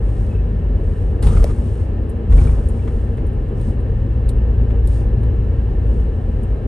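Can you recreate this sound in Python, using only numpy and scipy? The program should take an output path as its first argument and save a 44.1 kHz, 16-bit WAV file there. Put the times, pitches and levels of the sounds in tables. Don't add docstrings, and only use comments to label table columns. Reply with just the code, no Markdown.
import sys
import numpy as np
from scipy import signal
from scipy.fft import rfft, irfft
from scipy.io import wavfile
from scipy.ndimage import uniform_filter1d

SR = 44100
rng = np.random.default_rng(int(sys.argv[2]) if len(sys.argv) > 2 else 0)


def transcribe(u):
    v = np.clip(np.atleast_2d(u).T, -1, 1)
    q = np.round(v * 32767).astype(np.int16)
    wavfile.write(sys.argv[1], SR, q)


N = 294147
T = np.arange(N) / SR
HZ = np.fft.rfftfreq(N, 1 / SR)
ROOF_HZ, ROOF_WIDTH_HZ = 144.7, 16
# (t/s, rise/s, hold/s, release t60/s, rattle/dB, rustle/dB, roof drum/dB)
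AXLES = [(1.222, 0.006, 0.27, 0.45, -43.5, -44.5, -24), (2.294, 0.12, .16, 1.0, -42, -46.5, -19)]
# (t/s, level/dB, t60/s, hollow part re bright part/dB)
TICKS = [(1.226, -31, 0.11, -3), (1.269, -34, 0.11, -0.5), (2.095, -38.5, 0.08, -27),
         (2.687, -34.5, 0.065, -28), (3.172, -51, 0.066, -12), (3.268, -44.5, 0.062, -24),
         (3.331, -53.5, .05, -12), (3.485, -53, .04, -14), (3.612, -44, 0.056, -6),
         (3.804, -47.5, 0.023, -5), (4.290, -29, 0.06, -7.5), (4.873, -30, 0.044, -10.5),
         (5.2315, -47, .06, -13), (6.429, -44, .03, -20), (6.434, -43, .06, -20)]


def amp(db):
    return 10 ** (np.asarray(db) / 20)


def unit_rms(x):
    return x / np.sqrt(np.mean(x ** 2) + 1e-20)


def spectrum_at(points, hz):
    f, value = np.transpose(points)
    return np.interp(np.log(hz + 1), np.log(f + 1), value)


def curve(rows, column=1):
    rows = np.array(rows)
    return np.interp(T, rows[:, 0], rows[:, column])


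def colour(x, points):
    hz = abs(np.fft.fftfreq(8192, 1 / SR))
    octaves_below = np.maximum(np.log2(points[0][0] / (hz + 1)), 0)
    octaves_above = np.maximum(np.log2((hz + 1) / points[-1][0]), 0)
    gain = amp(np.maximum(spectrum_at(points, hz) - 48 * (octaves_below + octaves_above), -100))
    taps = np.fft.ifft(np.exp(np.conj(signal.hilbert(np.log(gain))))).real[:4096]
    return signal.oaconvolve(x, taps[None] / np.linalg.norm(taps), axes=1)[:, :N]


def noise():
    return rng.standard_normal((2, N))


def drift(cutoff_hz):
    return unit_rms(irfft(rfft(rng.standard_normal(N)) / (1 + (HZ / cutoff_hz) ** 4), N))


def grains(per_s, spread_db):
    size = amp(spread_db * np.minimum(rng.exponential(1, N), 4))
    return unit_rms(noise() * size * (rng.random(N) < per_s / SR))


def resonance(hz, centre, width):
    return 1 / (1 + (2 * (hz - centre) / width) ** 2)


def resonant_noise(peaks):
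    gain = sum(amp(db) * resonance(HZ, hz, width) for hz, width, db in peaks)
    return unit_rms(irfft(rfft(noise()) * gain, N))


def ring(modes, wave=np.sin):
    t = T[:SR]
    return sum(amp(db - 60 * t / t60) * wave(2 * np.pi * hz * t) for hz, db, t60 in modes)


def add(mix, s, sound):
    part = mix[round(s * SR):][:len(sound)]
    part += sound[:len(part)]


def clicks(rows):
    out = np.zeros(N)
    for s, db, *_ in rows:
        out[round(s * SR)] += amp(db)
    return out


def bursts(rows):
    envelope = np.zeros(N)
    for s, db, t60 in rows:
        add(envelope, s, amp(db - 60 * T[:SR] / t60))
    return envelope * noise()


def rubs(rows):
    return sum(amp(db) * np.cos(np.pi * (T - s) / length) * (abs(T - s) < length / 2)
               for s, length, db in rows)


def shaking(levels_db, sag_db_per_s=21.5):
    envelope = np.zeros(N)
    for (s, rise, hold, t60, *_), db in zip(AXLES, levels_db):
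        t = np.maximum(T - s, 0)
        sag_db = sag_db_per_s * np.minimum(t, hold)
        release_db = 60 * np.maximum(t - hold, 0) / t60
        envelope += np.sqrt(np.minimum(t / rise, 1)) * amp(db - sag_db - release_db)
    return envelope


def vents(hiss_db=-56, ducts_db=-56, waver=0.003, flutter_db=3):
    # (f/Hz, density/dB)
    hiss_spectrum = [(600, -5.5), (1000, -3.5), (1450, 1.5), (2000, -1.5), (2500, -2), (3000, -3.5),
                     (3400, -10), (4000, -14), (4700, -17), (6000, -29.5), (7500, -34.5), (8900, -20),
                     (10000, -31), (12000, -31), (12800, -48)]
    # (f/Hz, width/Hz, level/dB)
    duct_modes = [(1230, 51, -0.5), (1320, 60, 1.5), (1594, 70, 1), (1710, 90, 1), (1813, 75, 2.5),
                  (2105, 60, -8), (2240, 120, -9), (2713, 65, -1), (2970, 70, -3), (3420, 68, -12),
                  (3960, 170, -13)]
    # (f/Hz, level/dB)
    whistles = [(1815, -69), (2735, -73.5)]
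    # (t/s, level/dB)
    duct_level = [(0, 0.5), (3.3, 0), (4.7, 2), (6.6, 1)]
    ducts = amp(ducts_db) * resonant_noise(duct_modes)
    for hz, db in whistles:
        phase = 2 * np.pi * np.cumsum(hz * (1 + waver * drift(25))) / SR
        ducts[0] += amp(db + flutter_db * drift(9)) * np.sin(phase)
    return amp(hiss_db) * colour(noise(), hiss_spectrum) + ducts * amp(curve(duct_level))


def cloth(rest_db=-73):
    # (middle t/s, length/s, level/dB)
    strokes = [(.19, 0.47, -59), (.97, 0.49, -62), (1.68, 0.49, -57), (2.85, 0.72, -60.5),
               (3.65, 0.23, -56.5), (4.945, .24, -53.5), (5.94, 0.27, -63.5), (6.3, 0.79, -70)]
    # (f/Hz, density/dB)
    rustle_spectrum = [(1500, -7.5), (3000, -1), (4500, -3.5), (6300, -3.5), (7300, -4), (8300, 0),
                       (8800, 1.5), (9600, 5.5), (10200, -4), (10800, -6), (11600, -12), (12500, -37)]
    *_, rustle_levels, _ = np.transpose(AXLES)
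    sliding = np.hypot(rubs(strokes), shaking(rustle_levels))
    rustle = colour(grains(per_s=8700, spread_db=-0.5), rustle_spectrum)
    return rustle * np.hypot(sliding, amp(rest_db))


def squeak(hz=2575, waver=0.028):
    # (middle t/s, length/s, level/dB)
    squeaks = [(.298, .025, -54), (.318, .024, -49), (.351, .015, -46), (.366, .012, -54),
               (.388, .015, -52), (.401, .014, -50)]
    phase = 2 * np.pi * np.cumsum(hz * (1 + waver * drift(151))) / SR
    return rubs(squeaks) * np.sin(phase)


def engine(waver_db=0.5, rough_db=1, uneven_db=-13, roof_db=-35):
    # (t/s, firing f/Hz, fundamental/dB, octave/dB)
    firing = [(0, 50.91, -20, -31), (.9, 49.54, -20.5, -37.5), (2.0, 52.25, -26.5, -37),
              (2.75, 59.8, -27, -36), (3.2, 61.7, -22, -31.5), (3.6, 60.6, -29.5, -31.5),
              (4.0, 57.84, -22.5, -24.5), (4.45, 57.01, -15, -26), (5.2, 56.7, -18, -23.5),
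              (5.65, 55.8, -17.5, -31.5), (6.1, 55.4, -19.5, -36.5), (6.67, 54.84, -24.5, -34.5)]
    hz, drone_db, octave_db = (curve(firing, column) for column in (1, 2, 3))
    phase = 2 * np.pi * np.cumsum(hz * (1 + 0.004 * drift(4.9))) / SR
    drone = amp(drone_db + waver_db * drift(18)) * np.sin(phase)
    octave = amp(octave_db + rough_db * drift(21)) * np.sin(2 * phase + 0.11 * drift(22))
    banks = amp(uneven_db + drone_db + rough_db * drift(15)) * np.sin(1.5 * phase)
    roof = amp(roof_db) * resonance(3 * hz, ROOF_HZ, ROOF_WIDTH_HZ) * np.sin(3 * phase)
    return np.sqrt(2) * (drone + octave + banks + roof)


def tyres(roar_db=-30, flutter_db=0.76, evening=0.65, shaken_rumble_db=-12, shaken_roar_db=-4):
    # (f/Hz, density/dB)
    rumble_spectrum = [(25, -28.5), (30, -6), (34, -3), (40, 2), (47, -2.5), (70, -3), (90, -3),
                       (115, -11.5), (141, -17), (165, -20.5), (200, -24.5)]
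    # (f/Hz, density/dB)
    roar_spectrum = [(100, -28), (170, -3.5), (193, -4.5), (232, 0), (271, -8.5), (299, -8.5), (362, -7.5),
                     (459, -6.5), (673, -22.5), (815, -22), (884, -27), (1020, -27.5), (1500, -44),
                     (1950, -64.5), (3300, -120)]
    # (t/s, level/dB)
    surface_level = [(0, -18.5), (1.8, -17.5), (2.22, -22), (2.45, -18.5), (3.4, -19), (4.4, -18.5),
                     (5.2, -17.5), (6.6, -19)]
    shake = shaking([0, 0])
    low = colour(noise(), rumble_spectrum)
    swing = np.sqrt(abs(uniform_filter1d(low[0] ** 2, size=7000)))
    rumble = unit_rms(low / swing ** evening) * amp(curve(surface_level))
    roar = colour(noise(), roar_spectrum) * amp(roar_db + flutter_db * drift(12))
    return rumble * (1 + amp(shaken_rumble_db) * shake) + roar * (1 + amp(shaken_roar_db) * shake)


def plastic_ticks(scatter_db=-7, click_db=9):
    # (f/Hz, density/dB)
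    bright_spectrum = [(4000, -27.5), (6300, -25.5), (7500, -10.5), (8400, -9), (8750, -1), (9200, -0.5),
                       (9700, 3), (10300, -3.5), (11300, -9.5), (12600, -21), (13300, -25)]
    # (f/Hz, density/dB)
    hollow_spectrum = [(1800, -12.5), (2600, -2), (3900, 1), (4600, -2.5), (5300, -6), (6100, -14.5)]
    bright = colour(bursts([(s, db, t60) for s, db, t60, _ in TICKS]), bright_spectrum)
    hollow = colour(bursts([(s, db + low_db, t60) for s, db, t60, low_db in TICKS]), hollow_spectrum)
    out = amp(scatter_db) * (bright + hollow)
    out[0] += amp(click_db) * colour(clicks(TICKS)[None], bright_spectrum)[0]
    return out


def port_ring(level_db=-12):
    # (f/Hz, level/dB, t60/s)
    modes = [(7550, -13, .05), (8750, -2, .06), (9350, -5, .055), (9750, -7.5, .04), (10900, -11.5, .03)]
    return amp(level_db) * signal.oaconvolve(clicks(TICKS), ring(modes))[:N]


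def metal_pings(hz=2335, t60=0.064):
    # (t/s, level/dB)
    pings = [(2.385, -37), (2.476, -38), (2.793, -45.5)]
    out = np.zeros(N)
    for s, db in pings:
        add(out, s, ring([(hz, db, t60)]))
    return out


def panel(level_db=-3, rise_s=0.004, detune=0.015):
    # (t/s, level/dB)
    taps = [(1.226, -38), (1.264, -31), (1.279, -30), (1.297, -34), (1.309, -27), (1.333, -32),
            (1.342, -31), (1.369, -24), (1.39, -39), (1.403, -31), (1.434, -32), (1.496, -29.5),
            (1.51, -37)]
    # (f/Hz, level/dB, t60/s)
    modes = [(1246, 0.5, 0.058), (1320, -4, 0.063), (1590, -13, .04), (2160, -14, .04)]
    attack = np.minimum(T[:SR] / rise_s, 1)
    out = np.zeros(N)
    for (s, db), stretch in zip(taps, 1 + detune * rng.standard_normal(len(taps))):
        tone = ring([(hz * stretch, mode_db, t60) for hz, mode_db, t60 in modes])
        add(out, s, amp(db + level_db) * attack * tone)
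    return out


def knock(snap_db=-8, knock_db=-1, rise_s=0.0016):
    # (f/Hz, density/dB)
    snap_spectrum = [(800, -4), (1700, 4), (2300, 2.5), (3200, -5), (4300, -1), (6000, 2), (7000, -10),
                     (7900, -15), (9200, 0), (10200, 1), (11000, 4), (12200, -7), (13200, -13)]
    # (f/Hz, level/dB, t60/s)
    modes = [(572, -8.5, 0.03), (680, -17, 0.0063), (492, -12.5, .022), (395, -11.5, .022), (300, -19, .03),
             (210, -23.5, .07)]
    out = colour(clicks([(1.4427, snap_db)])[None], snap_spectrum)[0]
    attack = np.minimum(T[:SR] / rise_s, 1)
    add(out, 1.4433, -amp(knock_db) * attack * ring(modes))
    return out


def rattle(clack_db=-9, jolt_db=2):
    # (f/Hz, density/dB)
    chatter_spectrum = [(450, -19.5), (700, -1), (1000, 1), (1300, -1.5), (1600, -4.5), (2200, -12),
                        (3000, -17), (4500, -26), (8000, -26), (12000, -45)]
    # (t/s, level/dB, t60/s)
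    clacks = [(1.229, -28, .06), (1.237, -31, .06), (1.269, -24.5, .13), (1.307, -34, .05),
              (1.364, -26.5, .06), (1.372, -26, .045), (1.399, -36, .04), (1.425, -31.5, 0.058),
              (1.466, -33, .04), (1.492, -31.5, .045), (1.511, -34.5, .046), (2.317, -34, .05),
              (2.323, -31, .06), (2.377, -28.5, 0.045), (2.396, -33, .06), (2.414, -31, 0.088),
              (2.451, -34.5, .04), (2.472, -32, .034), (2.492, -33, .054), (2.586, -36.5, .05),
              (2.876, -27.5, .035), (2.882, -32, .04), (3.178, -35, .089), (4.705, -33.5, 0.063),
              (5.232, -35, .086)]
    # (f/Hz, density/dB)
    trim_spectrum = [(500, -6), (800, 6.5), (1030, 8), (1250, 1), (1600, 0), (2200, 0), (2700, -7),
                     (3500, -8), (5000, -21), (9000, -21.5), (12000, -34.5)]
    *_, rattle_levels, _, drum_levels = np.transpose(AXLES)
    jolts = shaking(rattle_levels) * amp(jolt_db * drift(50))
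    chatter = jolts * colour(grains(per_s=4000, spread_db=2), chatter_spectrum)
    drum = shaking(drum_levels) * resonant_noise([(ROOF_HZ, ROOF_WIDTH_HZ, 0)])
    return chatter + drum + amp(clack_db) * colour(bursts(clacks), trim_spectrum)


def wheel_thumps(leak_hz=8):
    # (t/s, impulse level/dB, contact time/s)
    blows = [(1.229, -7.5, .008), (1.245, -8.5, 0.011), (1.264, -1.5, 0.011), (1.296, -4, 0.012),
             (1.316, -6.5, .008), (1.351, -4, 0.012), (1.374, -4, 0.014), (1.403, -8, .01),
             (1.424, -4, 0.016), (2.3, -6.5, 0.0075), (2.315, -8.5, .011), (2.34, 6.5, 0.022),
             (2.362, -5, .018), (2.383, -2, .012), (2.421, -8.5, 0.006), (2.457, -6.5, 0.0045),
             (2.492, -5.5, 0.012), (2.529, -4.5, 0.013), (2.586, -10.5, 0.013), (2.652, -12, .01),
             (2.949, -5.5, 0.02)]
    # (f/Hz, level/dB, t60/s)
    body_modes = [(40.3, -14, 0.28), (47.6, -6.5, 0.27), (54.7, -3, 0.18), (68.2, -2, 0.24),
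                  (140.7, -23, 0.77), (231, -28.5, 0.16)]
    force = np.zeros(N)
    for s, db, contact in blows:
        push = np.sin(np.pi * np.minimum(T[:SR] / contact, 1)) ** 2
        add(force, s - contact / 2, amp(db) * push / push.sum())
    boom = signal.oaconvolve(force, ring(body_modes, np.cos))[:N]
    leak = signal.butter(1, leak_hz, "high", fs=SR)
    return signal.lfilter(*leak, boom)


def microphone_ports(pair):
    # (f/Hz, coherence before limiting to 0..1)
    likeness = [(100, 1.5), (230, 0.82), (400, 1), (600, 0.67), (830, 0.11), (1700, 0.23), (2300, 0.95),
                (3000, 0.8), (4500, 2.5), (8000, 0.5), (10300, 1.4), (11000, 0.5)]
    # (f/Hz, phase/rad)
    phase_lead = [(120, 0.12), (220, 0.14), (400, 0.73), (830, -0.8), (1700, -0.5), (2300, 0.86),
                  (2900, 0.85), (6700, 1.2), (7900, 1), (8700, -0.7), (9400, -2), (10200, -3),
                  (10900, -4.5), (12000, -4.5)]
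    # (f/Hz, level/dB)
    level_difference = [(60, 0.75), (120, 2.5), (220, -1.2), (400, 3), (600, 1), (850, 0), (2000, 0),
                        (3000, 3.4), (6500, 3), (8500, 0)]
    common, diffuse = rfft(pair)
    coherence = np.clip(spectrum_at(likeness, HZ), 0, 1)
    diffuse *= np.sqrt((1 - coherence) / (1 + coherence))
    left_gain = np.exp(.5j * spectrum_at(phase_lead, HZ)) * amp(spectrum_at(level_difference, HZ) / 2)
    return irfft(np.array([(common + diffuse) * left_gain, (common - diffuse) / left_gain]), N)


def scene():
    cab = tyres() + vents() + rattle() + cloth() + plastic_ticks()
    cab[0] += engine() + wheel_thumps() + knock() + metal_pings() + panel() + port_ring() + squeak()
    soft_ends = signal.windows.tukey(N, .002)
    return microphone_ports(cab * soft_ends)


def record(dry):
    knee, cutoff_hz = .88, 13200
    excess = np.maximum(abs(dry) - knee, 0)
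    rounded = np.clip(dry, -knee, knee) + np.sign(dry) * (1 - knee) * np.tanh(excess / (1 - knee))
    low_pass = signal.firwin(511, cutoff_hz, window=("kaiser", 9), fs=SR)
    return signal.oaconvolve(rounded, low_pass[None], "same")


dry = scene()
out = record(dry)
transcribe(out)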